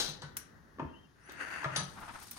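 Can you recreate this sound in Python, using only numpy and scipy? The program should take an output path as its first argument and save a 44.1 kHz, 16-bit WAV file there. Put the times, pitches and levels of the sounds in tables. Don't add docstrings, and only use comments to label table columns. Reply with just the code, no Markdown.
import sys
import numpy as np
from scipy import signal
from scipy.fft import rfft, irfft, next_fast_len
from scipy.io import wavfile
from scipy.ndimage import map_coordinates

SR = 44100
rng = np.random.default_rng(int(sys.argv[2]) if len(sys.argv) > 2 else 0)


def magnitude_from_level(level_db):
    exponent = np.asarray(level_db, float) / 20
    return 10 ** exponent


def dump(signal):
    limited = np.clip(np.atleast_2d(signal).T, -1, 1)
    pcm = np.round(limited * 32767).astype(np.int16)
    wavfile.write(sys.argv[1], SR, pcm)


N = 105222


def unit(x):
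    return x / np.sqrt(np.mean(x ** 2) + 1e-20)


def along(points, hz):
    f, v = np.transpose(points)
    return np.interp(np.log(hz + 1), np.log(f + 1), v)


def curves(rows, outside=-120):
    s, *columns = np.transpose(rows)
    t = np.arange(N) / SR
    return [np.interp(t, s, column, outside, outside) for column in columns]


def wobble(rate, size=N):
    knots = rng.standard_normal(int(size * rate / SR) + 4)
    return map_coordinates(knots, [np.arange(size) * rate / SR])


def filtered(x, response):
    m = next_fast_len(x.shape[-1] + SR // 4)
    spectrum = rfft(x, m) * response(np.fft.rfftfreq(m, 1 / SR))
    return irfft(spectrum, m)[..., :x.shape[-1]]


def resonances(peaks):
    def response(f):
        total = 0
        for k, (centre, width, db) in enumerate(peaks):
            total = total + (-1) ** k * magnitude_from_level(db) * 1j * f * width / (centre ** 2 - f ** 2 + 1j * f * width)
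        return total
    return response


def pair(response, alike):
    a, b = filtered(rng.standard_normal((2, N)), response)
    turn = np.arccos(np.clip(alike, -1, 1)) / 2
    shared, apart = np.cos(turn) * a, np.sin(turn) * b
    return unit(np.array([shared + apart, shared - apart]))


def burst(t60, response, attack_s):
    t = np.arange(SR // 8) / SR
    noise = unit(filtered(rng.standard_normal(len(t)), response))
    return noise * magnitude_from_level(-60 * t / t60) * (1 - np.exp(-t / attack_s))


def add(out, s, x, wet_db, pan_db=0, lag=6):
    # f/Hz, time to fall 60 dB/s
    room_t60 = [(150, 0.63), (1000, 0.41), (4000, 0.38), (10000, 0.22), (15000, 0.095)]
    hz, t, z = signal.stft(rng.standard_normal((2, SR // 2)), SR, nperseg=256)
    fading = z * magnitude_from_level(-60 * t / along(room_t60, hz)[:, None])
    tail = signal.istft(fading, SR, nperseg=256)[1]
    tail = tail / np.linalg.norm(tail[0])
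    delayed = np.pad(x, (200, 0))[None]
    both = magnitude_from_level(wet_db) * signal.fftconvolve(delayed, tail, axes=1)
    sides = np.array([[-1], [1]])
    both[:, :len(x)] += filtered(x, lambda f: np.exp(1j * np.pi * f * lag / SR * sides))
    both = both * magnitude_from_level(-sides * pan_db / 2)
    at = max(round(s * SR), 0)
    out[:, at:at + both.shape[1]] += both[:, :N - at]


SWELL_DB = 1.2
GRAIN_DB = 1.5


def air():
    # f/Hz, level per Hz/dB
    hum_colour = [(25, -24), (50, -0.5), (145, -5), (230, -4.5), (600, -16.5), (1900, -15), (2500, -48),
                  (4000, -44)]
    # t/s, level/dB
    hum_level = [(0, -54), (.45, -58.5), (.75, -59.5), (1.0, -61), (1.12, -65.5), (1.3, -61.5),
                 (1.95, -53.5), (2.386, -63)]
    # f/Hz, likeness (1 = same)
    likeness = [(40, 0), (150, 0.96), (400, 0.25), (1000, 0), (10000, 0)]
    # f/Hz, level per Hz/dB
    hiss_colour = [(1500, -2), (2500, 6.5), (6500, 4.5), (8000, -8), (10500, 1), (14500, -14.5),
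                   (15300, -37)]
    level_db, = curves(hum_level, outside=-62)

    def middle_and_side(f):
        turn = np.arccos(np.clip(along(likeness, f), -1, 1)) / 2
        return magnitude_from_level(along(hum_colour, f)) * np.array([np.cos(turn), np.sin(turn)])

    mid, side = filtered(rng.standard_normal((2, N)), middle_and_side)
    hum = unit(np.array([mid + side, mid - side]))
    hiss = pair(lambda f: magnitude_from_level(along(hiss_colour, f)) * (f > 1200), 0.39)
    return magnitude_from_level(level_db + SWELL_DB * wobble(13.14)) * hum + magnitude_from_level(-77.5) * hiss


def sleeve():
    # t/s, rub level/dB, fizz level/dB
    rustle = [(1.82, -56, -62), (1.95, -56.5, -65.5), (2.02, -47.5, -61), (2.14, -49.5, -60),
              (2.23, -57.5, -56.5), (2.3, -65, -58), (2.35, -58, -59.5), (2.386, -47.5, -54.5)]
    # f/Hz, level per Hz/dB
    rub_colour = [(200, -7.5), (500, -16), (850, -2), (1370, -3), (1800, -9.5), (2500, -16), (7000, -37),
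                  (10000, -54)]
    # f/Hz, level per Hz/dB
    fizz_colour = [(2000, -13), (3500, -7.5), (5500, -6.5), (7000, -9), (9000, -3.5), (11000, -10.5),
                   (15000, -24), (16000, -40)]
    rub_db, fizz_db = curves(rustle)
    clump_db = 2.2
    rub = pair(lambda f: magnitude_from_level(along(rub_colour, f)), 0.33)
    fizz = pair(lambda f: magnitude_from_level(along(fizz_colour, f)), 0.19)
    out = magnitude_from_level(rub_db + clump_db * wobble(40.38) + GRAIN_DB * wobble(200)) * rub
    return out + magnitude_from_level(fizz_db + SWELL_DB * wobble(70) + GRAIN_DB * wobble(240)) * fizz


def ticks():
    # t/s, level/dB, brightness per octave/dB, left over right/dB, time to fall 60 dB/s
    dry_ticks = [(.3675, -35, -4, 13, 0.029), (0.3693, -23.5, -0.5, 2.5, 0.0092),
                 (0.3721, -34.5, -9, -2.5, 0.019), (0.375, -36, -4.5, 1, 0.015),
                 (1.32, -47.5, -6, 0, 0.023), (2.0, -58.5, -5, 1, .1), (2.198, -53, -6, 10, .05),
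                 (2.228, -49, -3, 2, .05), (2.269, -53, -5, 2, 0.046), (2.3105, -32, 7, 1.5, 0.017),
                 (2.314, -42, -3, 15, 0.022)]
    # f/Hz, level per Hz/dB
    tick_colour = [(500, -36), (1500, -7.5), (3000, -14.5), (6000, -7.5), (9300, 2.5), (12000, 5),
                   (15600, 2), (16400, -29)]
    out, t = np.zeros((2, N)), np.arange(SR // 8) / SR
    ring = magnitude_from_level(-29 - 60 * t / 0.14) * np.sin(2 * np.pi * 5750 * t)
    for s, db, tilt_db, pan_db, t60 in dry_ticks:
        def colour(f):
            octaves = np.log2(np.clip(f, 1500, None) / 8000)
            return magnitude_from_level(along(tick_colour, f) + tilt_db * octaves)
        x = burst(t60, colour, 0.00071) + ring
        if t60 < 0.015:
            snap = irfft(unit(colour(np.fft.rfftfreq(64, 1 / SR))))
            x[:64] += 2.4 * np.roll(snap, 32)
        add(out, s, magnitude_from_level(db) * x, wet_db=-6.5, pan_db=pan_db, lag=11.6)
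    return out


def whistles():
    # t/s, f/Hz, level/dB
    squeaks = [
        [(.795, 3120, -66), (.84, 3100, -74), (.87, 3130, -73), (.93, 3150, -77), (.98, 3130, -78),
         (.995, 3150, -66), (1.05, 3120, -71), (1.07, 3120, -80), (1.12, 3120, -78)],
        [(.885, 2760, -82), (.9, 2760, -69), (.915, 2760, -78), (.935, 2765, -66), (.97, 2760, -69),
         (.99, 2780, -78), (1.06, 2800, -77), (1.08, 2780, -86)],
        [(.93, 2920, -82), (.95, 2960, -68), (.972, 3010, -65), (.99, 3100, -69), (1.01, 3200, -78)],
        [(1.225, 9000, -78), (1.24, 8700, -76), (1.255, 9900, -68), (1.288, 11250, -70), (1.305, 10300, -76)],
        [(1.2, 8800, -82), (1.22, 9900, -77), (1.24, 11300, -84)],
        [(1.21, 5300, -79), (1.245, 5900, -73), (1.31, 6100, -76)],
        [(1.34, 8500, -78), (1.38, 8900, -72), (1.405, 9700, -66), (1.42, 10000, -63), (1.44, 10150, -72),
         (1.55, 10300, -76), (1.62, 9700, -70)],
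        [(1.4, 10400, -78), (1.46, 11200, -72), (1.52, 11500, -70), (1.58, 11500, -74), (1.62, 11000, -78)],
    ]
    warble_hz, flicker_db = 48, 4
    out = np.zeros((2, N))
    for rows in squeaks:
        hz, db = curves(rows)
        phase = 2 * np.pi * np.cumsum(hz + warble_hz * wobble(300)) / SR
        flicker = flicker_db * np.array([wobble(80), wobble(84)])
        out += magnitude_from_level(db + flicker) * np.sin(phase + np.array([[0], [1.2]]))
    return out


def slide():
    # t/s, level/dB
    pressure = [(1.15, -77), (1.2, -72.5), (1.28, -55.5), (1.34, -53), (1.41, -43), (1.62, -41.5),
                (1.7, -50.5), (1.76, -40), (1.82, -51)]
    # f/Hz, width/Hz, level/dB
    bore_peaks = [(300, 74, 0), (800, 1100, -4), (1516, 540, 5.5), (1886, 420, 2), (2660, 380, -3),
                  (4590, 400, -13), (6380, 1570, -18), (8940, 1800, -19.5), (11400, 14000, -29.5)]
    pressure_db, = curves(pressure)

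    def bore(f):
        power = 0
        for centre, width, db in bore_peaks:
            power = power + abs(resonances([(centre, width, db)])(f)) ** 4 / magnitude_from_level(2 * db)
        return np.sqrt(power) / (1 + (f / 12600) ** 12)

    return magnitude_from_level(pressure_db + SWELL_DB * wobble(28.97) + GRAIN_DB * wobble(250)) * pair(bore, 0.15)


def bench():
    # t/s, level/dB, f/Hz
    booms = [
        (0.082, -43, 151.3),
        (0.233, -43.5, 146.7),
        (0.816, -38.5, 149.7),
        (1.656, -36.5, 140),
        (1.717, -42, 142.4),
        (0.847, -44, 76),
        (1.777, -38, 147.2),
        (1.809, -42, 180.5),
        (1.815, -42, 139.7),
    ]
    attack_s, t60 = 0.005, 0.19
    out, t = np.zeros((2, N)), np.arange(SR // 3) / SR
    for s, db, hz in booms:
        tone = np.sin(2 * np.pi * hz * t)
        tone += magnitude_from_level(-17.5) * np.sin(2 * np.pi * hz * 0.798 * t)
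        swell = 1 - np.exp(-(t / attack_s) ** 2)
        add(out, s, magnitude_from_level(db + 5.5 - 60 * t / t60) * swell * tone, wet_db=-15)
    return out


def casting():
    # t/s, level/dB, time to fall 60 dB/s, struck pitch f/Hz, lowest part shaken f/Hz
    knocks = [(.222, -39, 0.049, 439, 300), (.226, -45.5, 0.16, 1490, 1000), (.783, -37, 0.029, 1110, 100),
              (.794, -25.5, 0.057, 915, 99), (.826, -33.5, 0.022, 280, 100), (0.86, -54, 0.092, 305, 102),
              (1.289, -43, 0.059, 300, 154), (1.63, -34.5, 0.1, 940, 500), (1.6413, -26, 0.056, 1295, 800),
              (1.65, -30, .06, 598, 438), (1.663, -39, 0.026, 960, 397), (1.75, -46, 0.074, 1690, 900),
              (1.764, -30.5, 0.13, 1260, 584), (1.795, -36.5, 0.047, 916, 700),
              (1.803, -50, 0.037, 1286, 700), (2.368, -70, 0.093, 800, 500), (2.376, -44, 0.063, 1700, 600),
              (2.381, -43, 0.056, 960, 606)]
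    # f/Hz, width/Hz, level/dB
    body_peaks = [(280, 107, 5), (654, 32, -1.5), (800, 108, -5.5), (1257, 310, -5), (1690, 126, -4),
                  (3230, 69, -58)]
    attack_s = 0.003
    out = np.zeros((2, N))
    for s, db, t60, hz, low_hz in knocks:
        body = resonances(body_peaks + [(hz, 55, 6.5)])
        blow = burst(t60, np.ones_like, attack_s)
        blow[round(attack_s * SR)] += 5

        def dull_body(f):
            soft = 1 / (1 + 1j * f / 2400) ** 2
            no_bass = (1j * f / (low_hz + 1j * f)) ** 3
            return body(f) * soft * no_bass

        thud = filtered(blow, dull_body)
        add(out, s, magnitude_from_level(db) * thud / abs(thud).max(), wet_db=-3.5)
    return out


def handle():
    # t/s, level/dB
    clanks = [(0.0, -27.5), (.044, -37), (.062, -40.5), (.088, -41), (0.219, -45.5), (1.295, -48),
              (1.628, -68), (1.64, -49.5), (1.751, -52), (1.7612, -27.5), (1.7637, -30.5)]
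    # share of free ring time, ring over crack/dB,
    # tilt per octave above 10 kHz/dB, pitch nearest the blow f/Hz
    grips = [(.75, -11, 0, 1437), (.3, -10, -9, 9851), (.3, -10, -9, 3930), (.5, -10, -9, 6135),
             (.4, -22, -9, 4054), (.2, -25, -20, 5904), (.4, -4, 0, 14325), (.4, -20, -20, 3930),
             (.25, -18, -20, 9851), (.2, -10, -22, 6067), (.22, -9, -30, 9851)]
    # f/Hz, level per Hz/dB
    crack_colour = [(150, -4.5), (450, -1), (1410, 0.5), (2300, -8), (3900, 4), (6000, -3), (10000, -7.5),
                    (11900, -17), (12500, -70)]
    bar_hz = [1437, 1760, 3790, 3930, 4054, 4791, 5335, 5904, 6067, 6135, 7790, 9851, 11580, 14325]
    bar_db = [-12, -11, -9, -7, -11, -14, -10, -9, -5, -7, -11, -8, -20, -9]
    bar_t60 = [.07, .15, .22, .22, .25, .2, .22, .2, .25, .28, .2, .26, .2, .3]
    rattle_db, rattle_rate = 5, 170
    out, t = np.zeros((2, N)), np.arange(SR // 3) / SR
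    for (s, db), (free, ring_db, tilt_db, near_hz) in zip(clanks, grips):
        ring = np.zeros(len(t))
        for hz, level, t60 in zip(bar_hz, bar_db, bar_t60):
            nearest_db = 10 * (hz == near_hz)
            flutter = rattle_db * wobble(rattle_rate, size=len(t))
            loudness = magnitude_from_level(level + nearest_db + flutter - 60 * t / (t60 * free))
            ring += loudness * np.sin(2 * np.pi * (hz * t + rng.random()))
        x = magnitude_from_level(ring_db) * ring * (1 - np.exp(-t / 0.0011))
        x[:SR // 8] += burst(0.13 * free, lambda f: magnitude_from_level(along(crack_colour, f)), 0.00021)
        x = filtered(x, lambda f: magnitude_from_level(tilt_db * np.log2(np.clip(f / 10000, 1, None))))
        add(out, s, magnitude_from_level(db) * x, wet_db=-2.0)
    return out


def scene():
    return air() + sleeve() + ticks() + whistles() + slide() + bench() + casting() + handle()


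def top_cut(x):
    return signal.sosfilt(signal.butter(12, 16760, fs=SR, output="sos"), x)


def record(dry):
    # f/Hz, left over right/dB
    balance = [(60, 2.5), (150, 2.5), (380, -0.5), (950, 2.5), (2380, 8.5), (5980, 9.5), (15000, -9)]

    def openings(f):
        dip_db = -11 * np.exp(-((f - 7550) / 200) ** 2)
        sides_db = along(balance, f) * np.array([[0.5], [-0.5]])
        return (f < 16300) * magnitude_from_level(dip_db + sides_db)

    return top_cut(filtered(dry, openings))


dry = scene()
out = record(dry)
dump(out)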